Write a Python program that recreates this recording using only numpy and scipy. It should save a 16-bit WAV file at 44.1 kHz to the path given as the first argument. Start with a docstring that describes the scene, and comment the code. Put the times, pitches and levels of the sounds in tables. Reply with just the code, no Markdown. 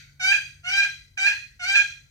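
"""The echo of an earlier stroke dies away, then a friction turkey call yelps four times in a log-walled room.
In each yelp a wooden tip dragged over a plate sticks and slips about 800 times a second. It catches with a
burst of grit, sounds clean, then skids: the pitch jumps and a rasp swells and fades. The plate colours the slips
and the room rings on. Two microphone ports a few metres off hear it. A hum that dips and returns, and a steady
low rumble, lie underneath throughout."""
import sys
import numpy as np
from scipy import signal
from scipy.fft import rfft, irfft, next_fast_len
from scipy.io import wavfile
from scipy.ndimage import uniform_filter1d

SR = 44100
rng = np.random.default_rng(int(sys.argv[2]) if len(sys.argv) > 2 else 0)


def voltage_ratio(level):
    """Linear amplitude factor for a level in decibels (scalar or array-like)."""
    return 10 ** (np.asarray(level, float) / 20)


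def bounce(signal):
    """Save signal as a 16-bit WAV file at the path given by the first command-line argument."""
    frames = np.transpose(np.atleast_2d(signal))
    limited = np.clip(frames, -1, 1)
    pcm = np.round(limited * 32767).astype(np.int16)
    wavfile.write(sys.argv[1], SR, pcm)


N = 92610
LEAD = SR // 2  # samples worked out before time zero

# The path of each stroke, the first only an echo by time zero: [t/s, slip rate f/Hz, level/dB]
STROKE_PATHS = [
    [(-.26, 733, -9), (-.2, 785, -16), (-.14, 859, -29)],
    [(.2, 772.6, -32), (.213, 731.6, -24), (.24, 751, -18.5), (.28, 780.3, -17.5), (.315, 797.7, -16),
     (.338, 800.5, -21.5), (.362, 837.4, -25.5), (.385, 810, -47)],
    [(.636, 702, -49), (.648, 698.3, -35.5), (.66, 724.2, -29.5), (.696, 735.3, -22.5), (.708, 773.6, -25),
     (.76, 789.1, -20.5), (.805, 803.6, -19), (.825, 772.4, -27.5), (.85, 805.3, -24.5), (.878, 769, -51)],
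    [(1.177, 804, -26), (1.184, 750.7, -23.5), (1.195, 768, -23.5), (1.235, 783.8, -18),
     (1.262, 805.7, -18.5), (1.288, 818.5, -19.5), (1.316, 829.8, -26), (1.34, 965, -34)],
    [(1.598, 735, -35), (1.63, 706.3, -24.5), (1.652, 726.8, -22), (1.662, 765.2, -26), (1.7, 785, -19),
     (1.75, 798, -20), (1.77, 795.2, -17), (1.82, 822.3, -25), (1.85, 862, -59)],
]
# Where each stroke's tip skids: [t/s, rate jump f/Hz before it is shaped in time,
# rasp 0-1 before it is shaped in time, steady grit level/dB against the slips]
SKIDS = [(-.17, 111, 0.2, -11.5), (0.323, 116.8, 0.8, -19.5), (0.829, 57, 1, -13.5),
         (1.266, 103.6, 0.67, -15.5), (1.751, 102.2, 1, -16.5)]
# How the plate colours the slips: [f/Hz, relative level/dB]
PLATE_COLOUR = [(400, -29.5), (720, -22), (840, -26.5), (1450, -8), (1650, -1), (2150, -8.5), (2550, 7),
                (3050, -12.5), (3550, -20.5), (3930, -17.5), (4680, -14.5), (5050, -21), (5350, -18.5),
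                (6000, -22.5), (6500, -25), (9000, -34), (15500, -47)]
# Colour of the gritty hiss: [f/Hz, relative level/dB]
GRIT_COLOUR = [(200, -20.5), (800, -59), (1350, 4.5), (1980, 5), (2700, 14.5), (4000, -9), (6500, -1),
               (9000, -19), (15500, -46)]
# Time the room takes to fade by 60 dB: [f/Hz, t/s]
ROOM_FADE = [(600, 0.16), (1600, 0.27), (2260, 0.33), (4000, 0.47), (11000, 0.61)]
# The part of the echo that differs left and right, against the shared part: [f/Hz, level/dB]
ROOM_DIFFERENCE = [(500, 3.5), (1600, -4.5), (3500, 28.5), (6500, -11.5), (8500, -9), (12000, -85)]
# Bands that hang on in the room: [f/Hz, level/dB against the room]
LINGERING_BANDS = [(1400, -17.5), (2000, -12.5)]
# Loudness of the left port over the right: [f/Hz, level/dB]
PORT_LEVEL_GAP = [(1700, -0.5), (2200, -7.5), (2800, -3), (4000, 9.5), (6000, 9), (7500, 13), (8500, -3)]
# How far the left port leads the right: [f/Hz, phase/radians]
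PORT_PHASE_LEAD = [(0, 0), (700, .6), (1750, .7), (2050, 3.5), (2800, 3.3), (4100, 4), (6000, 6),
                   (7000, 8.8), (8270, 6.3), (10100, 3.14), (15300, -6.3)]
# The hum tones before drift, swell and pan: [f/Hz, rms level/dB]
HUM_TONES = [(91.5, -64), (140.0, -62.5)]
# The hum dips and returns: [t/s, level/dB]
HUM_LEVEL_PATH = [(0, 3), (.95, 2), (1.1, -6), (1.5, -5.5), (1.9, 0), (2.1, -3.5)]
# Colour of the rumble: [f/Hz, relative level/dB per Hz]
RUMBLE_COLOUR = [(20, -67), (31, -39), (42, 3.5), (126, -0.5), (157, -16), (189, -11), (300, -24),
                 (500, -30), (1300, -40)]

LAND_S, LIFT_S = 0.0064, 0.018  # the tip lands and lifts
CATCH_DB, CATCH_S = -8.5, 0.004  # burst of grit as the tip catches, and its decay
SKID_S, SETTLE_S, RASP_FADE_S = 0.0018, 0.005, 0.035  # skid builds, pitch settles, rasp fades
JITTER_CLEAN, JITTER_RASP = 0.006, 0.022  # spread of the slip rate before smoothing, share; rasp adds
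SIZE_CLEAN_DB, SIZE_RASP_DB = 0.3, 3  # spread of the slip size before smoothing; rasp adds
SCRAPE_RASP_DB = -10  # grit added at full rasp
WOBBLE_DB, WOBBLE_S = 5, 0.016  # spread of the wobble points, and the time between them
BRIGHTEN = 0.18  # dB per octave of tilt for each dB of level
ROOM_DB, ROOM_GAP_S = -4.5, 0.003  # dense echo against the direct sound; wait for it
LINGER_T60_S = 0.53  # time for a lingering band to fade by 60 dB
HUM_DRIFT = 0.0067  # spread of the random phase step, radians per sample
RUMBLE_DB, RUMBLE_SIDE_DB = -59.5, -12  # rms before pan; left-right part against the middle
BACKGROUND_PAN_DB = 2  # left over right, hum and rumble alike


def colour(x, table, turn=False):
    """Weights the spectrum by (Hz, dB) points, or turns its phase by (Hz, radians) points."""
    size = next_fast_len(x.shape[-1])
    hz = np.arange(size // 2 + 1) * SR / size + 1
    f, v = np.array(table, float).T
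    if turn:
        gain = np.exp(1j * np.interp(hz, f, v))
    else:
        gain = voltage_ratio(np.interp(np.log(hz), np.log(f + 1), v))
    return irfft(rfft(x, size) * gain, size)[..., :x.shape[-1]]


def set_rms(x, db):
    """Scales the sound so that its average strength (rms) is db."""
    return x * voltage_ratio(db) / np.sqrt(np.mean(x ** 2))


def slip_tone(t, phase, db):
    """Regular slips make a pitch with 18 harmonics; more level brightens them, and the upper ones wobble."""
    wobble = rng.standard_normal((19, 20))
    points = (t - t[0]) / WOBBLE_S
    tone = np.zeros(len(t))
    for k in range(1, 19):
        gain_db = BRIGHTEN * (db - db.max()) * np.log2(k / 2)
        if k > 3:  # each of these swells and fades on its own
            gain_db = gain_db + WOBBLE_DB * np.interp(points, np.arange(20), wobble[k])
        tone += np.cos(2 * np.pi * k * phase) * voltage_ratio(gain_db)
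    return tone


def scraping_grit(t, phase, rasp, steady_db):
    """Hiss that bursts and decays once a slip, stronger as the tip catches and as it rasps."""
    noise = rng.standard_normal(SR // 2)[:len(t)]
    pulsed = noise * np.exp(-(phase % 1) / 0.5)
    catch = voltage_ratio(CATCH_DB) * np.exp((t[0] - t) / CATCH_S)
    strength = voltage_ratio(steady_db) + voltage_ratio(SCRAPE_RASP_DB) * rasp + catch
    return set_rms(colour(pulsed, GRIT_COLOUR), 0) * strength


def stroke(path, skid):
    """One drag: uneven slips coloured by the plate, plus grit. Returns start sample and sound."""
    path_s, path_hz, path_db = np.array(path, float).T
    skid_s, jump_hz, rasp_amount, grit_db = skid
    t = np.arange(path_s[0] - LAND_S, path_s[-1] + LIFT_S, 1 / SR)
    since = np.maximum(t - skid_s, 0)
    onset = 1 - np.exp(-since / SKID_S)
    jump = jump_hz * 2 * onset * np.exp(-since / SETTLE_S)
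    rate = np.interp(t, path_s, path_hz) + jump
    rasp = np.clip(rasp_amount, 0, 1) * onset * np.exp(-since / RASP_FADE_S)

    # each slip draws its own rate and size, smoothed over about a slip
    slip_number = (np.cumsum(rate) / SR).astype(int)
    rate_chance, size_chance = rng.standard_normal((500, 2))[slip_number].T
    jitter = JITTER_CLEAN + JITTER_RASP * rasp
    rate = rate * (1 + jitter * uniform_filter1d(rate_chance, size=45))
    phase = np.cumsum(rate) / SR  # in slips
    db = np.interp(t, path_s, path_db)
    size_db = (SIZE_CLEAN_DB + SIZE_RASP_DB * rasp) * uniform_filter1d(size_chance, size=20)
    slips = slip_tone(t, phase, db) * voltage_ratio(size_db)
    plate = set_rms(colour(slips, PLATE_COLOUR), 0)
    grit = scraping_grit(t, phase, rasp, grit_db)
    edge = np.clip(np.minimum((t - t[0]) / LAND_S, (t[-1] - t) / LIFT_S), 0, 1) ** 2
    return LEAD + int(t[0] * SR), (plate + grit) * voltage_ratio(db) * edge


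def room():
    """Direct sound, then a dense echo that fades band by band, partly unlike left and right."""
    t = np.arange(SR) / SR
    echo = np.zeros((2, SR))
    fade_hz, fade_s = np.array(ROOM_FADE).T
    for hz in 400 * 2 ** np.arange(0, 5.4, 0.5):  # half-octave bands
        both, left, right = rng.standard_normal((3, SR))
        noise = both + colour(np.array([left, right]), ROOM_DIFFERENCE)
        half = 2 ** 0.5
        band = colour(noise, [(hz / 2, -60), (hz / half, -20), (hz, 0), (hz * half, -20), (hz * 2, -60)])
        t60 = np.interp(np.log(hz), np.log(fade_hz), fade_s)
        tail = band * voltage_ratio(-60 * t / t60) * (t > ROOM_GAP_S)
        echo += tail * np.sqrt(hz / np.sum(tail ** 2))  # wider bands carry more energy
    echo *= voltage_ratio(ROOM_DB) / np.sqrt(np.sum(echo ** 2) / 2)
    for hz, db in LINGERING_BANDS:
        ring = colour(rng.standard_normal((2, SR)), [(hz * 0.75, -40), (hz, 0), (hz * 1.3, -40)])
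        echo += set_rms(ring * voltage_ratio(-60 * t / LINGER_T60_S), ROOM_DB + db) / np.sqrt(SR)
    echo[:, 0] += 1  # the direct sound
    return echo / np.sqrt(1 + voltage_ratio(2 * ROOM_DB))


def microphone_ports(heard):
    """The two ports differ in loudness and phase by pitch; each side takes half the difference."""
    ports = []
    for x, side in zip(heard, (1, -1)):
        balanced = colour(x, [(f, side * v / 2) for f, v in PORT_LEVEL_GAP])
        ports.append(colour(balanced, [(f, side * v / 2) for f, v in PORT_PHASE_LEAD], turn=True))
    return np.array(ports)


def hum():
    """Two low sine tones whose phases wander at random while their level dips and returns."""
    t = np.arange(N) / SR
    swell = voltage_ratio(np.interp(t, *np.array(HUM_LEVEL_PATH).T))
    drift = np.cumsum(rng.standard_normal((2, N)), axis=1) * HUM_DRIFT
    tones = np.zeros(N)
    for (hz, db), wander in zip(HUM_TONES, drift):
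        tones += 2 ** 0.5 * voltage_ratio(db) * np.sin(2 * np.pi * hz * t + wander)  # root 2 turns rms into peak
    return tones * swell


def rumble():
    """Low coloured noise, nearly the same left and right."""
    mid, side = (set_rms(colour(rng.standard_normal(N), RUMBLE_COLOUR), RUMBLE_DB) for _ in range(2))
    return mid + voltage_ratio(RUMBLE_SIDE_DB) * side * np.array([[1], [-1]])


def scene():
    """Strokes through the room and the two ports, over hum and rumble."""
    call = np.zeros(LEAD + N)
    for path, skid in zip(STROKE_PATHS, SKIDS):
        start, sound = stroke(path, skid)
        call[start:start + len(sound)] += sound
    heard = signal.fftconvolve(call[None], room(), axes=1)[:, :LEAD + N]
    pan = voltage_ratio(np.array([[BACKGROUND_PAN_DB], [-BACKGROUND_PAN_DB]]) / 2)
    background = pan * (hum() + rumble())
    return microphone_ports(heard)[:, LEAD:] + background


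def low_pass(x):
    """Removes everything above the highest recorded frequency."""
    return signal.sosfilt(signal.butter(12, 15870, fs=SR, output="sos"), x)


def record(dry):
    """Passes on the finished mix."""
    return low_pass(dry)


dry = scene()
out = record(dry)
bounce(out)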